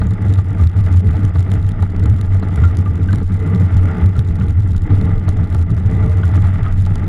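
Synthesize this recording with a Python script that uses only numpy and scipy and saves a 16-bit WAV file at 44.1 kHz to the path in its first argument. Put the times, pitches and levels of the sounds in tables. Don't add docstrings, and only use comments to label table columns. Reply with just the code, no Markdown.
import sys
import numpy as np
from scipy import signal
from scipy.fft import rfft, irfft, next_fast_len
from scipy.io import wavfile
from scipy.ndimage import uniform_filter1d, minimum_filter1d, map_coordinates

SR = 44100
rng = np.random.default_rng(int(sys.argv[2]) if len(sys.argv) > 2 else 0)


def inscribe(sig):
    pcm = np.round(np.clip(np.atleast_2d(sig).T, -1, 1) * 32767)
    wavfile.write(sys.argv[1], SR, pcm.astype(np.int16))


N = 312228

# time_s, tread_db, mud_db
TYRE_LEVELS = [(0.0, -25.5, -42.5), (0.3, -20.5, -37.5), (0.44, -31, -42), (0.62, -20, -38),
               (0.68, -33.5, -43.5), (0.9, -23, -36.5), (1.04, -24.5, -43), (1.14, -22.5, -37.5),
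               (1.92, -27.5, -42), (2.04, -18, -38.5), (2.14, -26, -42.5), (2.66, -22, -35.5),
               (2.82, -24, -40.5), (3.14, -23, -39.5), (3.22, -29.5, -43.5), (3.58, -17.5, -38),
               (3.7, -26.5, -37.5), (3.98, -21, -35), (4.1, -24, -39.5), (4.82, -28.5, -44.5),
               (4.92, -21.5, -38.5), (5.78, -25, -41.5), (5.92, -21, -39), (6.7, -27, -35.5),
               (6.8, -29.5, -42.5), (7.07, -22.5, -38)]
# start_s, hold_s, swing_db
BUMPS = [(0.01, 0.11, -10), (0.231, 0.11, -11.5), (0.388, 0.0051, -7.5), (0.465, 0.045, -10.5),
         (0.608, 0.061, -7), (0.77, .04, -8.5), (0.919, 0.064, -7), (1.058, .12, -10), (1.246, 0.019, -7.5),
         (1.351, 0.045, -9.5), (1.49, 0.11, -13), (1.653, 0.012, -8), (1.824, 0.017, -10),
         (2.056, 0.074, -8.5), (2.209, 0.033, -11), (2.322, 0.031, -11), (2.487, 0.016, -13.5),
         (2.591, 0.072, -7.5), (2.772, 0.039, -11), (2.887, 0.025, -9), (3.012, 0.018, -9.5),
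         (3.092, 0.11, -12.5), (3.217, 0.0036, -12.5), (3.325, 0.027, -10.5), (3.611, 0.022, -6),
         (3.729, 0.13, -9), (4.039, .05, -6), (4.188, 0.005, -7.5), (4.29, 0.022, -9.5),
         (4.412, 0.11, -10.5), (4.549, 0.11, -10.5), (4.709, .05, -11.5), (4.92, 0.018, -7),
         (5.041, 0.082, -13), (5.282, .015, -8), (5.379, 0.049, -10), (5.55, 0.068, -10.5),
         (5.708, 0.072, -10.5), (5.849, 0.35, -11.5), (6.052, 0.056, -18.5), (6.243, 0.23, -11),
         (6.4, 0.16, -10.5), (6.63, 0.047, -10.5), (6.711, .015, -12), (6.788, 0.12, -11.5),
         (6.958, 0.086, -14)]
# pitch_hz, width_hz, gain_db
FRAME_MODES = [(154.6, 30.6, 1), (191.3, 37.5, 0), (231.66, 32, -7), (297.4, 41.6, -10), (376.2, 21, -15.5),
               (435.6, 43, -16)]
# pitch_hz, width_hz, gain_db
CASE_MODES = [(642.5, 85, -4), (812, 114, -0.5), (852, 66, 3.5), (1200, 61, 0.5), (1360, 86, 2.5),
              (1540, 269, 2), (1620, 190, 3), (2004, 199, -0.5), (4630, 610, -29)]


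def amp(db):
    return 10 ** (np.asarray(db) / 20)


def unit(x):
    return x / np.sqrt(np.mean(x ** 2) + 1e-20)


def curves(rows):
    times, *columns = np.transpose(rows)
    return [np.interp(np.arange(N) / SR, times, column) for column in columns]


def wobble(rate):
    return map_coordinates(rng.standard_normal(int(N * rate / SR) + 4), [np.arange(N) * rate / SR])


def filtered(x, response):
    size = next_fast_len(N + SR // 2)
    return irfft(rfft(x, size) * response(np.fft.rfftfreq(size, 1 / SR)), size)[:N]


def coloured(x, points):
    points_hz, db = np.transpose(points)
    return filtered(x, lambda hz: amp(np.interp(np.log(hz + 1), np.log(points_hz), db)))


def resonate(x, modes):
    return filtered(x, lambda hz: sum(
        (-1) ** k * amp(db) * 1j * hz * width / (pitch ** 2 - hz ** 2 + 1j * hz * width)
        for k, (pitch, width, db) in enumerate(modes)))


def add(track, start_s, sound):
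    part = track[max(round(start_s * SR), 0):][:len(sound)]
    part += sound[:len(part)]


def taps(times, levels_db):
    track = np.zeros(N)
    for start_s, db in zip(times, levels_db):
        add(track, start_s, amp([db]))
    return track


def bursts(times, levels_db, t60_s):
    track, t = np.zeros(N), np.arange(SR // 5) / SR
    for start_s, db in zip(times, levels_db):
        add(track, start_s, amp(db - 60 * t / t60_s) * rng.standard_normal(len(t)))
    return track


def blow_envelope(times, holds, levels_db, fall_db_per_s, rise_s=0.026):
    t, power = np.arange(N) / SR, np.zeros(N)
    for start_s, hold_s, db in zip(times, holds, levels_db):
        near = slice(max(int((start_s - rise_s) * SR), 0), int((start_s + hold_s + .3) * SR))
        age = t[near] - start_s
        rise = np.clip(1 + age / rise_s, 0, 1)
        power[near] += (rise * amp(db - fall_db_per_s * np.maximum(age - hold_s, 0))) ** 2
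    return np.sqrt(power)


def wind(gust_db=2):
    # time_s, level_db
    buffet_levels = [(0.0, -20.5), (0.12, -29.5), (1.26, -23), (1.32, -35), (1.56, -14), (1.63, -22),
                     (3.19, -22.5), (3.59, -36), (3.82, -22.5), (3.9, -31), (4.81, -18.5), (6.39, -26.5),
                     (6.68, -20), (7.08, -21.5)]
    # frequency_hz, gain_db
    rumble_colour = [(5, -38.5), (15, -21.5), (24, 10), (36, 1.5), (50, -12), (100, -5), (300, -26),
                     (1000, -101.5)]
    buffet_db, = curves(buffet_levels)
    gusts = amp(gust_db * wobble(16))
    return amp(buffet_db) * unit(gusts * coloured(rng.standard_normal(N), rumble_colour))


def spray(under_roar_db=-24.5, patter_db=3):
    # frequency_hz, gain_db
    spray_colour = [(1800, -36.5), (2600, 10), (3700, -1.5), (4400, -7), (5000, 5.5), (5400, -18.5),
                    (7200, -17.5), (12000, -29.5)]
    _, mud_db = curves(TYRE_LEVELS)
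    patter = rng.standard_normal(N) * amp(patter_db * wobble(820))
    return amp(mud_db + under_roar_db) * unit(coloured(patter, spray_colour))


def tread_buzz():
    # start_s, length_s, level_db
    stretches = [(3.278, 0.5, -36.5), (3.753, 0.4, -41), (4.95, 0.27, -36.5), (5.788, 0.53, -34.5)]
    # pitch_hz, width_hz, gain_db
    buzz_modes = [(444, 16, 9), (616, 11, 3), (780, 16, 1), (1194, 65, -5), (1385, 17, -12.5),
                  (2032, 77, -6.5)]
    level = np.zeros(N)
    for start_s, length_s, db in stretches:
        add(level, start_s, amp(db) * np.sin(np.linspace(0, np.pi, int(length_s * SR))))
    return level * unit(resonate(rng.standard_normal(N), buzz_modes))


def tyre_load_db(dip_db=3, lag_s=0.045, width_s=.04):
    t = np.arange(N) / SR
    lightness = sum(np.exp(-((t - start_s - hold_s - lag_s) / width_s) ** 2)
                    for start_s, hold_s, _ in BUMPS)
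    return -dip_db * (lightness - lightness.mean())


def tyres(rumble_db=-1, thump_db=-19, tread_lumps_db=2, mud_lumps_db=1.3, grit_db=3.5):
    # frequency_hz, gain_db
    case_wall = [(250, -21.5), (550, 10), (2120, -1.5), (2300, -1), (3600, 1.5), (4500, -23), (5500, -4),
                 (7000, -6), (11000, -13), (15000, -41)]
    tread_db, mud_db = curves(TYRE_LEVELS) + tyre_load_db()
    times, _, swing_db = np.transpose(BUMPS)
    thumps = blow_envelope(times, np.zeros(len(times)), swing_db + thump_db, fall_db_per_s=306)
    lumps = wobble(45)
    tread = resonate(rng.standard_normal(N) * amp(tread_lumps_db * lumps), FRAME_MODES)
    tread = coloured(tread, [(70, -19.5), (125, -9.5), (155, -1.5), (480, -1), (700, -4), (3000, -50)])
    mud = rng.standard_normal(N)
    mud *= amp(mud_lumps_db * np.minimum(lumps, 1) + grit_db * np.minimum(wobble(300), 1.5))
    mud = coloured(resonate(mud, CASE_MODES), case_wall)
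    return np.hypot(amp(tread_db + rumble_db), thumps) * unit(tread) + amp(mud_db) * unit(mud)


def clinks(scrape_db=8, attack_s=.0045):
    # start_s, level_db, pitch_hz, t60_s
    contacts = [(2.636, -17, 1380, 0.12), (2.859, -24, 1190, 0.12), (3.085, -21, 1540, .08),
                (3.885, -25, 1400, 0.1), (4.16, -28, 1370, 0.08), (4.410, -23, 1420, 0.03),
                (6.233, -16, 1430, 0.04), (6.662, -17, 1263, 0.07)]
    rings, t = np.zeros(N), np.arange(SR // 4) / SR
    for start_s, db, pitch_hz, t60_s in contacts:
        tone = np.sin(2 * np.pi * pitch_hz * t + rng.uniform(0, 2 * np.pi))
        add(rings, start_s, amp(db - 60 * t / t60_s) * (1 - np.exp(-t / attack_s)) * tone)
    times, levels_db = np.transpose(contacts)[:2]
    scrapes = bursts(times, levels_db + scrape_db, t60_s=0.045)
    scrape_colour = [(600, -44), (1150, -2), (1550, -6), (2000, -19), (3000, -16.5), (6000, -48)]
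    return rings + coloured(scrapes, scrape_colour)


def knocks(clack_gain_db=11, thud_gain_db=20, contact_db=17):
    # start_s, clack_db, thud_db
    hits = [(0.015, -18.5, -13.5), (0.385, -22, -26.5), (0.592, -24.5, -22.5), (1.356, -22.5, -13),
            (1.514, -32, -29), (1.824, -19, -11), (2.055, -25, -12.5), (2.425, -21.5, -9),
            (3.131, -20.5, -10.5), (3.214, -30, -8), (4.746, -30, -17.5), (4.903, -23.5, -13),
            (5.281, -20, -10), (5.544, -21, -16.5), (6.447, -23, -15), (6.863, -23, -47),
            (6.956, -27, -45.5)]
    times, clack_db, thud_db = np.transpose(hits)

    def blows(db, t60_s):
        return taps(times, db + contact_db) + bursts(times, db, t60_s)

    clack = resonate(blows(clack_db + clack_gain_db, t60_s=0.047), CASE_MODES)
    clack = coloured(clack, [(250, -19.5), (550, 8), (1500, -3), (2200, -14), (4000, 1), (12000, -32)])
    thud = resonate(blows(thud_db + thud_gain_db, t60_s=0.025), FRAME_MODES)
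    return clack + coloured(thud, [(450, 4), (1000, -18), (3000, -47.5)])


def case_rattle(shake, play=0.42, chance=0.69, growth=0.56, slack_s=.0007, scatter_db=4,
                strays_per_s=120, stray_db=-7, tick_db=-49, snap_db=4, t60_s=.012):
    # start_s, level_db
    snaps = [(0.3382, -31), (0.9707, -34), (1.2506, -32.5), (1.5175, -29), (1.5384, -31), (1.6906, -31),
             (1.8248, -33.5), (2.0587, -31.5), (2.0991, -35.5), (2.2128, -30.5), (2.5593, -32),
             (2.7704, -29), (3.1297, -32.5), (3.1576, -32), (4.1914, -28), (4.764, -34), (5.29, -28.5),
             (5.5473, -31.5), (6.2536, -33.5), (6.8628, -32), (6.9564, -30)]
    # frequency_hz, gain_db
    tick_colour = [(500, -10), (1500, 4), (2500, 0), (3800, 4), (4600, -3), (5800, -3), (6500, -5),
                   (7250, 0), (8100, -9), (9300, -2), (10000, -8), (10800, -7), (12500, -17), (15500, -26)]
    swing = unit(filtered(shake, lambda hz: 1 / (1 + (hz / 220) ** 4)))
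    crests = signal.find_peaks(swing, height=play)[0]
    jitter = (slack_s * SR * rng.standard_normal(N)).astype(int)
    touches = rng.random(N) < chance
    contacts = amp(stray_db) * (rng.random(N) < strays_per_s * np.abs(swing) / SR)
    landings = np.clip(crests + jitter[crests], 0, N - 1)
    contacts[landings] += touches[crests] * (swing[crests] - play) ** growth
    contacts *= amp(scatter_db * np.clip(rng.standard_normal(N), -2, 1))
    t = np.arange(SR // 50) / SR
    power = np.abs(signal.fftconvolve(contacts ** 2, amp(-60 * t / t60_s) ** 2)[:N])
    ticks = amp(tick_db) * unit(np.sqrt(power) * rng.standard_normal(N))
    times, levels_db = np.transpose(snaps)
    ticks = coloured(ticks + bursts(times, levels_db + snap_db, t60_s), tick_colour)
    treble = filtered(ticks, lambda hz: hz ** 4 / (hz ** 4 + 8000 ** 4))
    return ticks + treble * (amp(wobble(220)) - 1)


def mount_boom(steadiness=0.7, judder_db=1.92, sway_db=-17, sway_growth=.7, scatter_db=3, trim_db=-0.77):
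    # pitch_hz, width_hz, gain_db
    mount_modes = [(92.86, 9.9, -1), (71.3, 21, -26.5)]
    tread_db, _ = curves(TYRE_LEVELS)
    push_colour = [(25, -19), (60, 1), (102, -1), (130, -8), (250, -19.5), (600, -77.5)]
    pushes = coloured(rng.standard_normal(N), push_colour)
    ring = signal.hilbert(unit(resonate(pushes, mount_modes)))
    ring_size = np.sqrt(np.abs(uniform_filter1d(np.abs(ring) ** 2, size=700)) + 0.014)
    judder = amp(judder_db * wobble(32))
    sway = amp(sway_db + sway_growth * (tread_db - tread_db.mean()) + scatter_db * wobble(24))
    swing = np.maximum(blow_envelope(*np.transpose(BUMPS), fall_db_per_s=224.5), sway)
    return amp(trim_db) * swing * unit(judder * ring.real / ring_size ** steadiness)


def scene():
    shake = mount_boom() + tyres() + knocks() + wind()
    return (shake + tread_buzz() + spray() + clinks() + case_rattle(shake))[None]


def record(dry, ceiling=.8, top_hz=15800):
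    needed_gain = np.minimum(1, ceiling / (np.abs(dry[0]) + 1e-9))
    gain = uniform_filter1d(minimum_filter1d(needed_gain, size=900), size=600)
    return filtered(dry[0] * gain, lambda hz: hz < top_hz)[None]


dry = scene()
out = record(dry)
inscribe(out)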